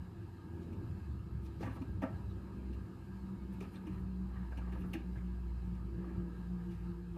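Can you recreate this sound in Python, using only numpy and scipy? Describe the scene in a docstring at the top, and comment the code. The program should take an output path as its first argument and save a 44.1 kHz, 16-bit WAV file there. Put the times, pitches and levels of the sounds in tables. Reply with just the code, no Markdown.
"""A cat's paws knock, pat and scratch on a wooden cabinet in a furnished room, a few metres from a phone microphone.
Each contact is a swell of noise that rings resonances of panel, shelves, pad and claw; fur adds soft hiss.
An engine drones outside, a firing tone with overtones shifting down in pitch, heard through low room resonances.
Room air and microphone hiss, all shaped noise, lie under everything.
A few faint chirps, short sliding sines, come from a loudspeaker."""
import sys
import numpy as np
from scipy import signal
from scipy.fft import rfft, irfft, next_fast_len
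from scipy.io import wavfile
from scipy.ndimage import uniform_filter1d, map_coordinates

SR = 44100
rng = np.random.default_rng(int(sys.argv[2]) if len(sys.argv) > 2 else 0)


def bounce(signal):
    """Save signal as a 16-bit WAV file at the path given by the first command-line argument."""
    frames = np.transpose(np.atleast_2d(signal))
    limited = np.clip(frames, -1, 1)
    pcm = np.round(limited * 32767).astype(np.int16)
    wavfile.write(sys.argv[1], SR, pcm)


def to_linear_factor(level_db):
    """Convert decibel levels (scalar or array-like) to linear amplitude factors."""
    exponent = np.asarray(level_db, float) / 20
    return 10 ** exponent


N = 316505  # samples

# resonances of pad on wood: centre_hz, width_hz, gain_db
PAD_MODES = [(717, 56, -2), (939, 78, 3.5), (1055, 94, 1.5), (1170, 46, 7.5), (1300, 72, 3), (1500, 70, -1),
             (1570, 67, 4.5), (1678, 74, 5), (1853, 117, 3), (2160, 320, -10)]
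# resonances of claw on wood: centre_hz, width_hz, gain_db
CLAW_MODES = [(2060, 63, 3), (2360, 264, 10.5), (2795, 250, 12.5), (3550, 340, 0), (4340, 320, -3),
              (5530, 690, -13), (6500, 650, -16)]


def unit(x):
    """Brings a signal to rms 1."""
    return x / np.sqrt(np.mean(x ** 2) + 1e-20)


def along(points, hz):
    """Reads (Hz, value) points on a log frequency axis."""
    point_hz, value = np.transpose(points)
    return np.interp(np.log(hz + 1), np.log(point_hz + 1), value)


def curves(rows):
    """One value per sample for each column after the time."""
    s, *columns = np.transpose(rows)
    return [np.interp(np.arange(N) / SR, s, column) for column in columns]


def wobble(rate):
    """A smooth random curve, rate knots a second."""
    knots = rng.standard_normal(int(N * rate / SR) + 4)
    return map_coordinates(knots, [np.arange(N) * rate / SR])


def filtered(x, response):
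    """Multiplies the spectrum of x by a complex response of frequency."""
    size = next_fast_len(len(x) + 8192)
    return irfft(rfft(x, size) * response(np.fft.rfftfreq(size, 1 / SR)), size)[:len(x)]


def resonant(x, modes, fall_hz):
    """x through (Hz, width Hz, dB) resonances, dull above fall_hz, brought to rms 1."""
    def response(f):
        peaks = 0
        for k, (centre, width, db) in enumerate(modes):
            sign = (-1) ** k  # neighbouring modes swing in opposite senses
            peaks = peaks + sign * to_linear_factor(db) * 1j * f * width / (centre * centre - f * f + 1j * f * width)
        return peaks / (1 + 1j * f / fall_hz) ** 2
    return unit(filtered(x, response))


def coloured(x, spectrum):
    """x with a smooth spectrum, brought to rms 1."""
    return unit(filtered(x, lambda hz: to_linear_factor(along(spectrum, hz))))


def combed(x, step_hz, depth_db):
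    """Reflections off walls and furniture leave fixed fine peaks and dips in a steady noise."""
    knots = rng.standard_normal(SR // 20)
    return unit(filtered(x, lambda hz: to_linear_factor(depth_db * map_coordinates(knots, [hz / step_hz]))))


def patchy(x, depth_db):
    """The noise swells and fades in small patches of time and pitch."""
    z = signal.stft(x, nperseg=512)[2]
    field = uniform_filter1d(rng.standard_normal(z.shape), size=4, axis=0)
    field = uniform_filter1d(field, size=12, axis=1)
    return signal.istft(z * to_linear_factor(depth_db * unit(field)), nperseg=512)[1][:N]


def tone(hz, db, waver_rad, flutter_db, rate):
    """A sine whose phase and level wander."""
    level = np.sqrt(2) * to_linear_factor(db + flutter_db * wobble(rate))
    return level * np.sin(2 * np.pi * np.cumsum(hz) / SR + waver_rad * wobble(rate))


def tail():
    """One answer of the room: noise in which each frequency dies at its own speed."""
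    # decay of the furnished room: pitch_hz, t60_s
    room_decay = [(200, 0.038), (500, 0.4), (2000, 0.31), (10000, 0.075)]
    hz, t, z = signal.stft(rng.standard_normal(SR // 2), SR, nperseg=256)
    fading = z * to_linear_factor(-60 * t / along(room_decay, hz)[:, None])
    answer = signal.istft(fading, SR, nperseg=256)[1]
    return answer / np.linalg.norm(answer)


def roomed(x, wet_db):
    """Direct sound, then the room 6 ms later."""
    total = len(x) + SR // 2
    late = signal.fftconvolve(np.pad(x, (260, 0)), tail())[:total]
    return np.pad(x, (0, SR // 2)) + to_linear_factor(wet_db) * late


def add_at(out, start_s, sound):
    """Lays a sound into the track at its start time."""
    first = round(start_s * SR)
    out[first:first + len(sound)] += sound


def air():
    """Broad rumble, noise caught in the room's resonances and an even hiss."""
    # broad low noise before its wander: time_s, rumble_db, boom_db
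    air_levels = [(0, -50, -54.5), (.4, -54.5, -56), (.8, -46.5, -53.5), (1.5, -47, -56),
                  (2.15, -42, -56.5), (2.5, -51, -56), (3.3, -48.5, -53.5), (3.75, -53.5, -54),
                  (3.95, -43.5, -53.5), (4.5, -50.5, -56.5), (4.85, -46, -51.5), (5.05, -51.5, -51.5),
                  (5.6, -47.5, -55.5), (6.4, -50.5, -55), (7.18, -48.5, -63)]
    # relative spectrum of the rumble: pitch_hz, level_db_per_hz
    rumble_spectrum = [(18, -27), (30, -24.5), (45, -7), (70, -9.5), (100, -1.5), (135, -9.5), (160, -12.5),
                       (200, -13), (400, -120)]
    # low room resonances: centre_hz, width_hz, gain_db
    boom_modes = [(328, 96.5, -4.5), (407.6, 11.3, -7.5), (252.7, 19, -9), (180.5, 17, 3.5)]
    # middle and upper room resonances: centre_hz, width_hz, gain_db
    murmur_modes = [(477, 33, -3), (660, 114, -3), (705, 113, 2), (937, 109, 2.5), (1234.5, 55, 4),
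                    (1645, 123, -1.5), (2205, 120, -11.5), (2598, 258, -9.5), (3370, 480, -15),
                    (4000, 500, -12.5), (4800, 240, -15), (5060, 250, -31)]
    # relative spectrum of the hiss: pitch_hz, level_db_per_hz
    hiss_spectrum = [(3000, -44), (5000, 3), (5900, -4), (6900, 0), (8500, -2), (10200, -5), (11300, -2.5),
                     (11800, -2), (12300, -2), (13200, -8), (15000, -7.5), (15300, -50)]
    murmur_db, hiss_db = -65, -80.5
    rumble_db, boom_db = curves(air_levels)
    white = rng.standard_normal((4, N))
    waver = wobble(8.1)  # one slow random waver shared by the murmur and the hiss
    rumble = to_linear_factor(rumble_db + 2.35 * wobble(12)) * coloured(white[0], rumble_spectrum)
    boom = to_linear_factor(boom_db + 2.5 * wobble(2.94)) * resonant(white[1], boom_modes, fall_hz=650)
    murmur = resonant(patchy(white[2], depth_db=2.0), murmur_modes, fall_hz=5300)
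    murmur = to_linear_factor(murmur_db + 0.5 * waver) * combed(murmur, step_hz=20, depth_db=3.5)
    hiss = combed(coloured(white[3], hiss_spectrum), step_hz=28, depth_db=2.8)
    return rumble + boom + murmur + to_linear_factor(hiss_db + 0.67 * waver) * hiss


def engine():
    """A low firing tone and its overtones; an order stands out while it lies on a resonance of the room."""
    # engine speed: time_s, firing_hz
    firing = [(0, 83.54), (.95, 84.77), (1.13, 67.84), (2.2, 64), (3.5, 63.57), (4.5, 61.35), (5.2, 60.32),
              (6, 59.75), (7.18, 58.18)]
    # firing tone indoors, before smoothing and a 2.5 dB lift: time_s, level_db
    firing_level = [(0.0, -35), (0.035, -57), (0.16, -60.5), (0.82, -45), (0.86, -53), (1.16, -44),
                    (1.28, -59), (1.32, -45), (1.86, -51), (1.9, -41), (2.08, -68), (2.24, -41),
                    (2.46, -54.5), (2.76, -41.5), (2.84, -47), (2.88, -71), (3.24, -44.5), (3.34, -58),
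                    (3.44, -45.5), (3.84, -57.5), (3.88, -47), (4.78, -42.5), (4.84, -51.5), (5.26, -40.5),
                    (6.56, -47), (6.71, -45), (7.18, -51)]
    # overtones before smoothing, order gain and room lift: time_s, level_db
    overtone_level = [(0.0, -60.5), (0.4, -66.5), (0.42, -66), (0.56, -57), (1.56, -57.5), (1.58, -51.5),
                      (2.32, -57.5), (2.58, -47.5), (3.0, -53.5), (3.34, -42), (3.38, -75), (3.42, -45.5),
                      (3.8, -52), (4.22, -41.5), (4.34, -54.5), (4.42, -39.5), (4.48, -61.5), (4.68, -43),
                      (4.78, -49), (4.88, -39), (5.04, -62), (5.1, -42.5), (5.16, -61), (5.24, -43),
                      (5.5, -49), (5.86, -47), (5.9, -62), (6.0, -42), (6.13, -52), (6.2, -39.5),
                      (6.34, -49.5), (6.54, -41), (6.86, -46.5), (7.18, -46.5)]
    # overtones heard: order (multiple of the firing pitch), gain_db
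    orders = [(2, 1.5), (3, -0.5), (4, 4), (5, 0.5), (6, -12), (8, -3)]
    # room resonances that lift whichever order passes through them: centre_hz, width_hz, gain_db
    lift_modes = [(132, 38, -15), (181, 35, 0), (340.5, 38, -7.5), (473.4, 14.4, -21.5)]
    # narrow room resonance: centre_hz, width_hz, gain_db
    singing_modes = [(341.2, 4.5, 0)]
    # loudness of that resonance, before a 1 dB cut: time_s, level_db
    singing_level = [(0.0, -75), (0.24, -54.5), (0.3, -74), (0.58, -56), (0.7, -83), (0.86, -60),
                     (1.28, -71), (1.69, -65), (1.78, -76), (1.86, -65), (4.65, -63.5), (4.73, -55.5),
                     (5.29, -64.5), (6.27, -50.5), (6.31, -71), (6.59, -53.5), (7.11, -57.5), (7.17, -51)]
    hz, = curves(firing)
    low_db = uniform_filter1d(curves(firing_level)[0], size=900)
    overtone_db = uniform_filter1d(curves(overtone_level)[0], size=900)
    calm_db = uniform_filter1d(overtone_db, size=SR // 2)  # the higher orders follow only the slow swell

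    def lift(f):
        return sum(to_linear_factor(db) / (1 + (2 * (f - centre) / width) ** 4) for centre, width, db in lift_modes)

    overtones = np.zeros(N)
    for k, db in orders:
        order_db = (calm_db if k > 3 else overtone_db) + db
        overtones += lift(k * hz) * tone(k * hz, order_db, 0.3 + 0.1 * k, 0.8 + 0.35 * k, rate=14)
    singing = resonant(rng.standard_normal(N), singing_modes, fall_hz=900)
    singing *= to_linear_factor(curves(singing_level)[0] - 1.0)
    return tone(hz, low_db + 2.5, waver_rad=0.12, flutter_db=1.5, rate=12) + overtones + singing


def chirps():
    """Short husky whistles, sines that slide down a little under a rounded swell."""
    # faint chirps, sounding 3 % above the pitch at first and 0.8 % at last:
    # middle_s, pitch_hz, level_db, length_s
    chirp_list = [(2.171, 4000, -71, 0.044), (2.312, 3800, -71, 0.064), (3.762, 8250, -76, .05),
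                  (3.763, 3800, -62, 0.033), (3.982, 1758, -63, 0.028), (5.184, 2037, -60.5, 0.034),
                  (5.21, 2150, -71, 0.027), (6.709, 2820, -67.5, 0.046)]
    out = np.zeros(N + SR)
    for s, hz, db, length in chirp_list:
        t = np.arange(round(length * SR)) / SR
        husk = .6 + .8 * unit(uniform_filter1d(rng.standard_normal(SR // 10), size=70))[:len(t)]
        swell = np.sin(np.pi * t / length) ** 2
        whistle = np.sin(2 * np.pi * hz * t * (1.03 - 0.011 * t / length))
        add_at(out, s - length / 2, roomed(to_linear_factor(db) * husk * swell * whistle, wet_db=-13))
    return out[:N]


def brushes():
    """Fur brushing past without a knock: a soft swell of hiss and finer fizz for each stroke."""
    # strokes of fur: middle_s, hiss_db, length_s, fizz_db (against the hiss)
    strokes = [(0.62, -81, 0.099, -11), (1.454, -75, 0.057, -3), (1.63, -67, 0.046, -10),
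               (1.665, -76, .05, -16), (1.752, -72, 0.055, -6), (3.533, -77, 0.024, 0),
               (3.626, -69, 0.034, -15), (3.74, -85, .12, 4), (3.98, -87.5, .18, 2),
               (4.837, -83, 0.24, 1.5), (4.946, -80, 0.022, 6), (6.73, -76, .05, -5)]
    # relative spectrum of the hiss: pitch_hz, level_db_per_hz
    stroke_spectrum = [(700, -28), (2500, 7.5), (5000, 3), (7500, -2), (11500, -17), (14000, -12),
                       (15200, -18), (15400, -47)]
    # relative spectrum of the fizz: pitch_hz, level_db_per_hz
    fizz_spectrum = [(6000, -40), (9000, 0), (12500, 1), (15000, -3), (15400, -47)]
    t, out = np.arange(N) / SR, np.zeros(N)
    hiss = to_linear_factor(3.0 * wobble(60)) * coloured(rng.standard_normal(N), stroke_spectrum)
    fizz = to_linear_factor(3.0 * wobble(60)) * coloured(rng.standard_normal(N), fizz_spectrum)
    for s, db, length, fizz_db in strokes:
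        swell = np.exp(-(2 * (t - s) / length) ** 2)
        out += to_linear_factor(db) * swell * (hiss + to_linear_factor(fizz_db) * fizz)
    return out


def shuffles():
    """A sliding pad catches and slips at random; each slip rings the wood and a little of the claw."""
    # pads sliding on the wood between contacts: middle_s, level_db, length_s
    slides = [(1.635, -61, .06), (1.69, -62, .1), (2.06, -62, .07), (3.64, -63, .06), (3.759, -70, .08),
              (3.93, -68, 0.13), (4.366, -70, .16), (4.64, -69, .12), (4.78, -69, .16),
              (6.085, -69.5, 0.23)]
    slips_per_s, slip_spread_db, scrape_db = 1500, 14, -11  # rate, range of size, the claw's share
    t, chance = np.arange(N) / SR, rng.random((2, N))
    slips = (chance[0] < slips_per_s / SR) * to_linear_factor(slip_spread_db * chance[1])
    slips = slips * rng.choice([-1, 1], size=N)
    rub = resonant(slips, PAD_MODES, fall_hz=3000)
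    rub += to_linear_factor(scrape_db) * resonant(slips, CLAW_MODES, fall_hz=8240)
    swells = sum(to_linear_factor(db) * np.exp(-(2 * (t - s) / length) ** 2) for s, db, length in slides)
    return roomed(rub * swells, wet_db=-6.5)[:N]


def ticks():
    """A claw tip clicks on the hard finish: a crack under a millisecond long rings the claw's resonances."""
    # bare claw tips, before a 22 dB cut: start_s, level_db, treble_db (against the claw)
    claw_tips = [(3.605, -57, -20), (3.868, -65, -16), (4.9331, -42, -21), (4.9372, -53.5, 1)]
    out, t = np.zeros(N + SR), np.arange(SR // 20) / SR
    for s, db, treble_db in claw_tips:
        crack = to_linear_factor(-60 * t / .0025) * rng.standard_normal(len(t))
        treble = resonant(crack, [(11900, 2400, 0)], fall_hz=15000)
        click = resonant(crack, CLAW_MODES, fall_hz=8200) + to_linear_factor(treble_db) * treble
        add_at(out, s, roomed(to_linear_factor(db - 22.0) * click, wet_db=-0.5))
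    return out[:N]


def thuds():
    """Soft weight landing: a padded push sets one low panel mode and a neighbour swinging."""
    # soft landings, level before the rise and fall: start_s, level_db, pitch_hz, rise_s, t60_s
    landings = [(1.607, -30, 400, 0.0023, 0.031), (1.615, -35.5, 337, 0.0023, 0.087),
                (1.641, -28.5, 105, 0.0054, 0.17), (1.645, -38.5, 235, 0.0044, 0.14),
                (1.67, -36.5, 266.4, .006, 0.16), (1.81, -24.5, 266, 0.0069, 0.071),
                (2.023, -24.5, 280, 0.0067, 0.069), (2.037, -25.5, 254, 0.0044, 0.074),
                (2.921, -36, 319, 0.0048, 0.069), (3.61, -40.5, 393.5, 0.0021, 0.11),
                (3.866, -36.5, 315, 0.0055, 0.13), (4.574, -40, 276, 0.0054, 0.089),
                (4.944, -36.5, 321, 0.0046, 0.15), (4.952, -32, 235, 0.0034, 0.071)]
    out, t = np.zeros(N + SR), np.arange(SR // 5) / SR
    for s, db, hz, rise, t60 in landings:
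        swing = np.sin(2 * np.pi * hz * t) + .3 * np.sin(2 * np.pi * .8 * hz * t)
        push = 1 - np.exp(-(t / rise) ** 2)
        add_at(out, s, roomed(to_linear_factor(db - 60 * t / t60) * push * swing, wet_db=-8.0))
    return out[:N]


def paws():
    """A pad rolls onto the wood: a swell of uneven small jolts rings panel and shelves, claw and fur brush along."""
    # paw contacts, knock before a 5 dB cut: start_s, knock_db, claw_db (against the knock),
    # contact_s (time to the fullest press), spot_hz (pitch that the spot under the pad favours)
    contacts = [(.725, -72, 8.5, .0072, 1200), (1.605, -55, -8, 0.0061, 700),
                (1.622, -46, -14, 0.0086, 900), (1.628, -52, -7, 0.0084, 1910),
                (1.648, -51, -8, 0.013, 1800), (1.668, -48.5, -20, 0.0084, 1060),
                (1.69, -56.5, -8, 0.014, 1500), (1.755, -51, -15, 0.011, 1240), (1.811, -55, -5, .008, 990),
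                (2.016, -43, -12.5, 0.0065, 790), (2.021, -45.5, -15, 0.0088, 1870),
                (2.024, -41.5, -16, 0.01, 1300), (2.04, -46, -21, 0.006, 840), (2.725, -69, 5, .011, 2000),
                (3.535, -64, -4, .008, 900), (3.604, -51.5, 1, 0.0037, 1210),
                (3.616, -57.5, -4.5, 0.016, 900), (3.734, -65, 2, 0.014, 1200),
                (3.762, -69, -7, 0.0068, 1200), (3.865, -55, -3, 0.0062, 990), (3.9, -68, -4, 0.029, 1210),
                (4.299, -60.5, -28, 0.029, 1199), (4.348, -58, -22, 0.016, 1680),
                (4.41, -60.5, -25, 0.019, 940), (4.514, -52, -15, 0.01, 1490),
                (4.569, -52, -4, 0.0086, 900), (4.611, -54, -22, 0.0067, 1280),
                (4.666, -57, -24, .013, 1180), (4.716, -54.5, -6, 0.009, 1700),
                (4.748, -51.5, -24, 0.0084, 950), (4.803, -65, 2, 0.01, 1770),
                (4.831, -55, -27, 0.013, 1310), (4.933, -48, 6, 0.0037, 2000),
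                (4.938, -50, -9, 0.0097, 1700), (4.944, -56, -15, 0.0085, 1800),
                (5.15, -56, -14, 0.011, 1582), (5.742, -69, 0, 0.0098, 1201),
                (5.998, -59, -27, 0.053, 1211), (6.19, -62, -16, .0076, 1200),
                (6.7, -67.5, -1, 0.028, 1790), (7.16, -50.5, -16, 0.0072, 1212)]
    # panel under the pad: centre_hz, width_hz, gain_db
    panel_modes = [(207, 18, -2), (275, 59, 7), (310, 114, -1.5), (400, 130, -9)]
    # shelves: centre_hz, width_hz, gain_db
    shelf_modes = [(515, 68, 1), (650, 49, 1.3), (791, 45, 1.6)]
    # relative spectrum of the fur: pitch_hz, level_db_per_hz
    fur_spectrum = [(3500, -51), (5000, -4), (6000, -1.5), (7500, -10), (9500, -2), (11500, -12),
                    (14000, -4), (15100, -12), (15300, -47)]
    panel_db, fur_db = -4.5, -10.5  # against the knock; against the claw
    favour_db, favour_octaves = 13, .25  # lift of the modes near the spot and its reach
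    out, t = np.zeros(N + SR), np.arange(SR // 5) / SR
    for s, db, claw_db, contact, spot_hz in contacts:
        u = t / contact
        press = (u * np.exp(1 - u)) ** 1.6  # rounded touch, slower release
        noise = rng.standard_normal((3, len(t)))
        unevenness = to_linear_factor(2.5 * unit(uniform_filter1d(noise[1], size=120)))
        jolts = press * noise[0] * unevenness
        weight_db = .5 * (db + 49.0)  # only heavy blows reach the shelves and sound bright
        skin = []
        for centre, width, gain_db in PAD_MODES:
            nearness = np.exp(-(np.log2(centre / spot_hz) / favour_octaves) ** 2)
            skin.append((centre, width, gain_db + favour_db * nearness))
        panel = to_linear_factor(panel_db) * resonant(jolts, panel_modes, fall_hz=760)
        shelves = to_linear_factor(weight_db) * resonant(jolts, shelf_modes, fall_hz=1400)
        pad = resonant(jolts, skin, fall_hz=4800 * to_linear_factor(0.6 * weight_db))
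        claw = to_linear_factor(claw_db) * resonant(jolts, CLAW_MODES, fall_hz=8300)
        fur = to_linear_factor(claw_db + fur_db) * unit(press * coloured(noise[2], fur_spectrum))
        level = to_linear_factor(db - 5.0) / unit(press).max()  # short and long contacts peak alike
        add_at(out, s, roomed(level * (panel + shelves + pad + claw + fur), wet_db=-10))
    return out[:N]


def scene():
    """Everything at one microphone."""
    background = air() + engine() + chirps()
    cat = brushes() + shuffles() + ticks() + thuds() + paws()
    return (background + cat)[None]


def low_pass(x):
    """Removes everything above the highest recorded frequency."""
    return signal.sosfilt(signal.butter(12, 15180, fs=SR, output="sos"), x)


def record(dry):
    """The phone microphone loses the deepest bass, below about 35 Hz, and everything from 15.2 kHz up."""
    top_hz, bass_hz = 15200, 35
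    heard = filtered(dry[0], lambda hz: (hz < top_hz) * (1j * hz / (bass_hz + 1j * hz)) ** 2)
    return low_pass(heard[None])


dry = scene()
out = record(dry)
bounce(out)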